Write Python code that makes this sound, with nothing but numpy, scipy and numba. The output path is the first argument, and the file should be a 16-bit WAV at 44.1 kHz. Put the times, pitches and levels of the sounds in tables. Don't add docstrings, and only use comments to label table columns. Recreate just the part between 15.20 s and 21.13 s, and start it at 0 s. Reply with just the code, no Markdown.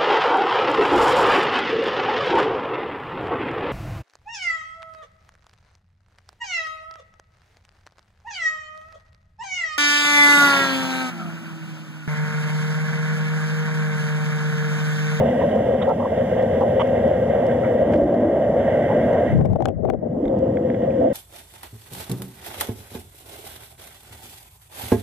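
import sys
import numpy as np
from scipy.fft import rfft, irfft, next_fast_len
from scipy.io import wavfile
from scipy.ndimage import uniform_filter1d, minimum_filter1d, map_coordinates
from numba import njit

SR = 44100
rng = np.random.default_rng(int(sys.argv[2]) if len(sys.argv) > 2 else 0)


def master(y):
    cut = np.clip(np.atleast_2d(y).T, -1, 1)
    pcm = np.round(cut * 32767)
    wavfile.write(sys.argv[1], SR, pcm.astype(np.int16))


N = 261513

# t/s, slosh level/dB, gulp level/dB, cavity ring level/dB, cavity f/Hz
WASH_COURSE = [(0, -13.5, -39, -16, 582.5), (.12, -25, -35, -25.5, 550), (.5, -24.5, -34, -22, 523),
               (.8, -28.5, -41, -23.5, 551), (1.15, -24.5, -36, -17, 533.3), (2.55, -25, -33.5, -16, 533.7),
               (2.74, -22, -20, -16, 581.5), (3.02, -28.5, -23.5, -19, 600), (3.4, -25.5, -31, -19, 561.5),
               (3.85, -24.5, -28, -23, 563.6), (3.95, -25, -39.5, -17, 598.8),
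               (4.02, -22.5, -28, -18.5, 568), (4.14, -27.5, -27, -24, 518), (4.2, -28, -42, -33.5, 530),
               (4.35, -36.5, -49, -42.5, 527.2), (4.75, -43.5, -46, -44.5, 521.5),
               (4.87, -25.5, -40, -33.5, 520), (5.0, -32.5, -22.5, -28.5, 519.4),
               (5.18, -27, -26.5, -17, 527.7), (5.65, -26, -31.5, -17.5, 508.8),
               (5.93, -30.5, -21.5, -17, 548.4)]
# t/s, level/dB
FIZZ_COURSE = [(0, -38), (.49, -42.5), (.9, -44), (1.09, -39.5), (2.28, -40.5), (2.61, -40), (2.99, -46),
               (3.35, -41), (3.6, -36), (4.0, -36.5), (4.13, -39.5), (4.23, -59), (4.48, -68.5),
               (4.78, -68.5), (4.86, -64), (4.99, -60.5), (5.22, -55), (5.93, -46.5)]
# t/s, broad base level/dB under the cavity ring, upper wall level/dB
WASH_BALANCE = [(0, 7.5, 1), (.8, 1.5, 1), (1.8, -3.5, -1.5), (3.3, 0.5, -3), (3.8, 4.5, -6),
                (4.23, 0.5, -4), (4.75, 0.5, -11), (5.0, -1.5, 1.5), (5.3, -9, 0.5)]
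# t/s, share/1
POCKET_LIKENESS = [(2.55, 0.48), (2.7, 0.87), (4.1, 0.9), (5.0, 0.13)]
# f/Hz, relative level/dB per Hz
SLOSH_SPECTRUM = [(13, -65), (22, -25), (54, -19), (76, -3.5), (97, -1), (172, -3), (241, 4.5), (260, -2.5),
                  (281, -12), (300, -22.5), (390, -45.5), (660, -120)]
# f/Hz, relative level/dB per Hz
BASE_SPECTRUM = [(220, -49.5), (380, -14), (535, -1), (635, -2.5), (697, -7.5), (836, -20), (1420, -36.5),
                 (3120, -120)]
# f/Hz, relative level/dB per Hz
HISS_SPECTRUM = [(3000, -28), (3900, -9.5), (4300, -2), (5600, 1), (7200, -0.5), (11000, -4.5), (15900, -6)]
# f/Hz, width/Hz of one pass, relative level/dB
WALL_MODES = [(1635, 240, 5), (1876, 324, 7), (2032, 67, -2), (2800, 920, -7), (3310, 63, -15)]
# f/Hz, left-over-right level/dB
PORT_TILT = [(420, 2), (550, 8.5), (650, -10), (1000, -1), (1900, -2.5), (2300, -3.5), (3000, -13.5),
             (3600, -11.5), (4500, 7.5)]
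# f/Hz, phase/rad by which left leads
PORT_LEAD = [(480, -0.6), (620, -2.5), (730, -1.2), (1200, 1.24), (1450, -1.44), (1650, 1), (1900, -1.13),
             (2450, -1.23), (3200, -0.8)]
# t/s, level/dB before the soft onset
SLAP_EVENTS = [(0.127, -12), (0.184, -15), (0.234, -3.5), (0.358, -6.5), (0.486, -10.5), (0.548, -9),
               (0.677, -11.5), (0.699, -10.5), (1.123, -7.5), (1.408, -9), (1.836, -9), (1.912, -4),
               (1.968, -10), (2.302, -7), (2.612, -10.5), (2.759, -5), (3.164, -11), (3.297, -10),
               (3.732, -12), (3.787, -13), (5.788, -9.5)]
# t/s, level/dB before the soft onset, f/Hz
SHOVES = [(2.82, -21, 62.3), (5.05, -27, 47.5), (5.2, -29.5, 59.96)]
# t/s, duration/s, level/dB before its random flicker
SPRAY_EVENTS = [(2.69, 0.14, -64.5)]
# t/s, thud level/dB, boom f/Hz
PALM_COURSE = [(4.06, -21, 99.74), (4.108, -23.5, 106.3), (4.165, -9.5, 148.7), (4.225, -14.5, 156.9),
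               (4.272, -22.5, 96.2), (4.325, -14.5, 116.7), (4.386, -25.5, 106.1), (4.505, -19.5, 105.6),
               (4.532, -38, 100.9), (4.586, -25, 111), (4.8, -30, 109.2)]
# f/Hz, relative level/dB per Hz
THUD_SPECTRUM = [(13, -55.5), (22, -24), (60, -8.5), (160, -2.5), (220, -7.5), (280, -33.5), (880, -120)]
# f/Hz, relative level/dB per Hz
RUB_SPECTRUM = [(120, -24), (200, -13.5), (232, -7), (412, -5.5), (521, -6.5), (614, -2.5), (917, -31.5),
                (1600, -61.5), (3520, -120)]
# t/s, duration/s, level/dB
FINGER_SLIPS = [(4.188, 0.046, -19), (4.237, 0.042, -20.5), (4.268, 0.087, -26.5), (4.349, 0.026, -18.5),
                (4.382, 0.061, -19), (4.443, 0.029, -22.5), (4.455, 0.067, -19.5), (4.511, 0.033, -31),
                (4.562, 0.069, -29), (4.624, 0.051, -20), (4.668, 0.049, -18), (4.716, 0.051, -21.5),
                (4.818, 0.027, -19.5), (4.843, 0.037, -23), (4.879, 0.13, -30)]
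# t/s, duration/s, level/dB before its random flicker
SKIN_SCRAPES = [(4.46, 0.057, -54), (4.67, 0.027, -56)]
# t/s, burst level/dB, cavity ring level/dB, left-over-right level/dB
CASE_TICKS = [(4.2115, -28.5, -36, 14.5), (4.2505, -29.5, -27, 19.5), (4.2565, -22.5, -29, 16),
              (4.3325, -27.5, -29.5, 19.5), (4.358, -29.5, -24, 26), (4.4052, -28.5, -19, 28),
              (4.4232, -24, -19, 25.5), (4.4440, -34.5, -41.5, 19), (4.4558, -6, -15.5, 15),
              (4.4740, -34, -23, -1.5), (4.4852, -18, -23, 11), (4.4915, -34.5, -41, 7),
              (4.6474, -39.5, -36, 20), (4.6518, -29, -22.5, 24.5), (4.688, -40.5, -24, 14.5),
              (4.6995, -15.5, -24.5, 17.5), (4.7360, -35.5, -35, 18.5)]
# t/s, duration/s, level/dB, lowest f/Hz, highest f/Hz
BUBBLE_CLUMPS = [(0.207, 0.031, -29, 662, 1118), (0.606, 0.026, -32.5, 723, 1434),
                 (0.671, 0.053, -22, 643, 951), (0.686, 0.029, -32.5, 1100, 1332),
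                 (0.79, .075, -28.5, 697, 1117), (1.403, 0.03, -23.5, 656, 1095),
                 (1.592, 0.026, -22, 773, 1226), (2.434, 0.027, -35, 910, 2253),
                 (3.682, .04, -28, 802, 953), (5.804, .07, -17.5, 557, 660)]
# t/s, number of jolts, f/Hz, blip level/dB, wall ring level/dB, low body level/dB, edge level/dB
SEAM_CREAKS = [(0.618, 5, 3520, -33.5, -27.5, -30, -60), (0.627, 1, 3600, -27, -35.5, -32, -50.5),
               (1.596, 8, 3094, -29.5, -20, -26.5, -45.5), (2.7343, 1, 3000, -41, -35, -43.5, -43.5),
               (2.735, 3, 1670, -30.5, -24.5, -20, -44.5), (5.0545, 1, 3494, -43, -29.5, -34.5, -48),
               (5.0800, 1, 3540, -40.5, -37.5, -43.5, -50.5), (5.371, 1, 1780, -34, -25, -36.5, -85),
               (5.501, 1, 1880, -32, -30.5, -40.5, -82), (5.544, 2, 1850, -41, -31.5, -49, -82),
               (5.706, 1, 2310, -39.5, -45.5, -42.5, -76.5)]
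# t/s, level/dB before filter and output gain
CREST_TICKS = [(0.359, -46.5), (0.6917, -44), (1.226, -46.5), (1.4112, -46), (1.427, -48.5), (1.674, -48.5),
               (1.8798, -46.5), (2.2667, -45), (2.616, -51.5), (2.7244, -47.5), (2.7612, -46),
               (2.7765, -47), (2.8153, -51), (2.8368, -51.5), (2.944, -50), (3.0052, -52), (3.932, -45.5),
               (4.1761, -53.5), (4.3088, -53), (5.1885, -50), (5.3547, -58.5)]

HISS_DB, HISS_FOLLOWS = -61, 0.68
SLOSH_HEAVE_DB, RING_HEAVE_DB, GULP_HEAVE_DB = 0.5, 0.46, 2
SLAP_RISE_S, SLAP_T60_S = 0.003, 0.06
SHOVE_RISE_S, SHOVE_T60_S = 0.0077, 0.28
PALM_PAN_DB, SLIP_PAN_DB = 7.5, 16
BOOM_DB, BOOM_SPREAD_HZ = -1.5, 34
TRAVEL = 0.36
CRACK_DB, CRACK_GROWS = -22, 1.1
CREAK_HZ, CREAK_JITTER, GRIT = 285, 0.03, 0.2
JOLT_S, DAMPING_HZ = 0.00105, 90
BODY_HZ, BODY_WIDTH_HZ, EDGE_HZ = 1060, 450, 5100
CREST_S = 0.0004
TOP_HZ = 15830


def amp(db):
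    return 10 ** (np.asarray(db) / 20)


def unit(x):
    return x / np.sqrt(np.mean(x ** 2) + 1e-20)


def along(points, hz):
    f, v = np.transpose(points)
    return np.interp(np.log(hz + 1), np.log(f + 1), v)


def curves(rows):
    s, *cols = np.transpose(rows)
    return [np.interp(np.arange(N) / SR, s, c) for c in cols]


def wobble(rate):
    knots = rng.standard_normal(int(N * rate / SR) + 4)
    return map_coordinates(knots, [np.arange(N) * rate / SR])


def filtered(x, response):
    m = next_fast_len(N + SR // 2)
    return irfft(rfft(x, m) * response(np.fft.rfftfreq(m, 1 / SR)), m)[..., :N]


def noise(spectrum, channels=1):
    white = rng.standard_normal((channels, N))
    return unit(filtered(white, lambda hz: amp(along(spectrum, hz))))


def mode(f, hz, width_hz):
    return 1j * f * width_hz / (hz * hz - f * f + 1j * f * width_hz)


def riding_noise(channels, centre_hz, spread_hz):
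    slow = filtered(rng.standard_normal((2, channels, N)), lambda hz: 1 / (1 + (hz / spread_hz) ** 2))
    carrier = np.exp(2j * np.pi * np.cumsum(centre_hz) / SR)
    return unit(np.real((slow[0] + 1j * slow[1]) * carrier))


def sides(pan_db):
    left = amp(pan_db)
    return 2 * np.array([left, np.ones_like(left)]) / (1 + left)


def ports(x, loose):
    half = np.array([[.5], [-.5]])

    def response(hz):
        return amp(half * along(PORT_TILT, hz)) * np.exp(1j * half * along(PORT_LEAD, hz))

    return filtered(x[:1] + loose * x[1:], response)


def muffled(x):
    return filtered(x, lambda hz: 1 / np.sqrt(1 + (hz / 3700) ** 30))


def swells(rows):
    t = np.arange(N) / SR
    return sum(amp(db) * np.sin(np.pi * np.clip((t - s) / length, 0, 1)) for s, length, db in rows)


def pushes(rows, rise_s, t60_s):
    out, t = np.zeros(N + SR), np.arange(SR // 4) / SR
    for s, db, hz in rows:
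        shape = (1 - np.exp(-(t / rise_s) ** 2)) * amp(db - 60 * t / t60_s)
        out[round(s * SR):][:len(t)] += shape * np.sin(2 * np.pi * (hz * t + rng.random()))
    return out[:N]


def wash():
    slosh_db, gulp_db, ring_db, cavity_hz = curves(WASH_COURSE)
    fizz_db, = curves(FIZZ_COURSE)
    base_db, upper_db = curves(WASH_BALANCE)
    even, = curves(POCKET_LIKENESS)
    surge = wobble(11)

    ring = 0.7 * riding_noise(3, cavity_hz, spread_hz=47) + amp(base_db) * noise(BASE_SPECTRUM, channels=3)
    ring = unit(ring) * amp(ring_db + RING_HEAVE_DB * surge + wobble(25))
    ring = even * (ring[:1] + 0.35 * ring[1:]) + (1 - even) * ports(ring, loose=0.14)

    slosh = noise(SLOSH_SPECTRUM) * amp(slosh_db + SLOSH_HEAVE_DB * wobble(11))
    gulp = unit(filtered(rng.standard_normal(N), lambda f: mode(f, 301, 220) ** 4))
    gulp = unit(gulp * amp(GULP_HEAVE_DB * wobble(12))) * amp(gulp_db)

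    def walls(f):
        return sum(amp(db) * mode(f, hz, width) ** 2 for hz, width, db in WALL_MODES)

    fizz = unit(filtered(rng.standard_normal((3, N)), walls))
    fizz = fizz * amp(fizz_db + 0.65 * surge + 1.1 * wobble(30))
    fizz = muffled(ports(fizz, loose=0.25))
    upper = filtered(fizz, lambda hz: 1 / (1 + (2350 / (hz + 1)) ** 16))
    fizz = fizz + (amp(upper_db) - 1) * upper

    opposed = filtered(noise(HISS_SPECTRUM), lambda hz: 1 / (1 + (hz / 7800) ** 12)) * [[1], [-1]]
    hiss_db = HISS_DB + HISS_FOLLOWS * (fizz_db + upper_db - np.median(fizz_db))
    hiss = amp(hiss_db) * (1.1 * opposed + noise(HISS_SPECTRUM, channels=2))
    return ring + slosh + gulp + fizz + hiss


def strokes():
    cavity_hz = curves(WASH_COURSE)[-1]
    slaps = pushes([(s, db, cavity_hz[round(s * SR)]) for s, db in SLAP_EVENTS], SLAP_RISE_S, SLAP_T60_S)
    even, = curves(POCKET_LIKENESS)
    slaps = even * slaps + (1 - even) * ports(np.array([slaps, slaps, slaps]), loose=0)
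    spray = swells(SPRAY_EVENTS) * noise(HISS_SPECTRUM, channels=2) * amp(4 * wobble(300))
    return slaps + pushes(SHOVES, SHOVE_RISE_S, SHOVE_T60_S) + spray


def grip():
    thud_db, boom_hz = curves(PALM_COURSE)
    t = np.arange(N) / SR
    onset = np.clip((t - PALM_COURSE[0][0]) / 0.063, 0, 1)
    release = np.clip((PALM_COURSE[-1][0] - t) / 0.008, 0, 1)
    lumps = amp(2.5 * np.array([wobble(30), wobble(30)]))
    boom = riding_noise(2, boom_hz, BOOM_SPREAD_HZ)
    thud = unit(noise(THUD_SPECTRUM, channels=2) * lumps + amp(BOOM_DB) * boom)
    thud = onset * release * thud * amp(thud_db) * sides(PALM_PAN_DB)[:, None]

    near, far = noise(RUB_SPECTRUM, channels=2)
    far = unit(filtered(far, lambda f: mode(f, 760, 250)))
    rub = swells(FINGER_SLIPS) * sides(SLIP_PAN_DB)[:, None] * [near, far]

    pressed = TRAVEL * np.tanh((thud + rub) / TRAVEL)
    pressed = filtered(pressed, lambda hz: 1 / (1 + (hz / 1300) ** 6))
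    scrape = filtered(rng.standard_normal((2, N)), lambda f: mode(f, 1800, 2000) ** 2)
    return pressed + swells(SKIN_SCRAPES) * unit(muffled(scrape)) * amp(2.6 * wobble(150))


def ticks():
    crack, body, ring = np.zeros((3, 2, N + SR))
    t = np.arange(SR // 30) / SR
    hardest_db = max(db for _, db, *_ in CASE_TICKS)
    for s, db, ring_db, pan_db in CASE_TICKS:
        pan = sides(pan_db)[:, None]
        at = slice(round(s * SR), round(s * SR) + len(t))
        crack_db = CRACK_DB + CRACK_GROWS * (db - hardest_db)
        crack[:, at] += pan * amp(crack_db - 60 * t / 0.009) * rng.standard_normal(len(t))
        body[:, at] += pan * amp(db - 60 * t / 0.015) * rng.standard_normal(len(t))
        swing = pan * amp(ring_db - 60 * t / 0.034) * (1 - np.exp(-t / 0.00051))
        swing = swing * np.sin(2 * np.pi * 760 * t)
        ring[:, at] += 0.83 * np.tanh(swing / 0.4)
    bright = filtered(crack[:, :N], lambda f: mode(f, 5100, 6000) ** 2)
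    burst = muffled(filtered(body[:, :N], lambda f: mode(f, 1200, 1900) ** 2))
    return bright + burst + ring[:, :N]


def gurgles():
    out = np.zeros((3, N + SR))
    for s, length, db, low_hz, high_hz in BUBBLE_CLUMPS:
        when, pitch, size = rng.random((3, 20, 1))
        pitch = (np.arange(len(pitch))[:, None] + pitch) / len(pitch)
        age = np.maximum(np.arange(SR // 8) / SR - when * length, 0)
        cycles = low_hz * (high_hz / low_hz) ** pitch * age
        envelope = (1 - np.exp(-cycles / 1.1)) * np.exp(-cycles / 5)
        tones = envelope * np.sin(2 * np.pi * cycles * (1 + 0.0016 * cycles))
        clump = np.sum(amp(-6 * size) * tones, axis=0)
        rms = np.sqrt(np.sum(clump ** 2) / (length * SR))
        out[0, round(s * SR):][:len(clump)] += amp(db) * clump / rms
    return ports(out[:, :N], loose=0)


def creaks():
    body, edge = np.zeros((2, 3, N + SR))
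    t = np.arange(SR // 50) / SR
    blip = (t / JOLT_S) ** 2 * np.exp(2 - 2 * t / JOLT_S)
    onset = 1 - np.exp(-(t / JOLT_S) ** 2)
    walls = onset * sum(amp(db) * np.exp(-np.pi * (width + DAMPING_HZ) * t) * np.sin(2 * np.pi * hz * t)
                        for hz, width, db in WALL_MODES)
    low = onset * np.exp(-np.pi * BODY_WIDTH_HZ * t)
    for s, jolts, hz, db, wall_db, low_db, edge_db in SEAM_CREAKS:
        late, size, bend = rng.standard_normal((3, 12))
        count = max(1, round(jolts))
        for k in range(count):
            turn = 2 * np.pi * t * (1 + 0.015 * bend[k])
            gain = amp(1.5 * size[k]) * np.sin(np.pi * (k + 0.5) / count) ** 0.3
            at = round((s + (k + CREAK_JITTER * late[k] * (k > 0)) / CREAK_HZ) * SR)
            jolt = amp(db) * blip * (np.sin(hz * turn) + GRIT * rng.standard_normal(len(t)))
            jolt += amp(wall_db) * walls + amp(low_db) * low * np.sin(BODY_HZ * turn)
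            body[0, at:][:len(t)] += gain * jolt
            edge[0, at:][:len(t)] += gain * amp(edge_db - 60 * t / 0.012) * rng.standard_normal(len(t))
    bright = filtered(edge[:, :N], lambda f: mode(f, EDGE_HZ, 4500) ** 2)
    return ports(muffled(body[:, :N]) + bright, loose=0)


def crests():
    out, t = np.zeros(N + SR), np.arange(SR // 200) / SR
    envelope = t / CREST_S * np.exp(1 - t / CREST_S)
    for s, db in CREST_TICKS:
        out[round(s * SR):][:len(t)] += amp(db) * envelope * unit(rng.standard_normal(len(t)))
    return 2.6 * filtered(out[:N], lambda f: mode(f, 3000, 5000) ** 2)


def scene():
    return wash() + strokes() + grip() + ticks() + gurgles() + creaks() + crests()


@njit
def limiter_gain(needed, recovery):
    gain, g = np.empty_like(needed), 1.0
    for i in range(len(needed)):
        g = min(needed[i], g + recovery * (1 - g))
        gain[i] = g
    return gain


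def record(dry):
    needed = np.minimum(1, 0.44 / (np.abs(dry).max(axis=0) + 1e-9))
    ahead = minimum_filter1d(needed, size=89)
    gain = limiter_gain(ahead, 1 / (0.053 * SR))
    gain = uniform_filter1d(gain, size=89)
    return filtered(dry * gain, lambda hz: hz < TOP_HZ)


dry = scene()
out = record(dry)
master(out)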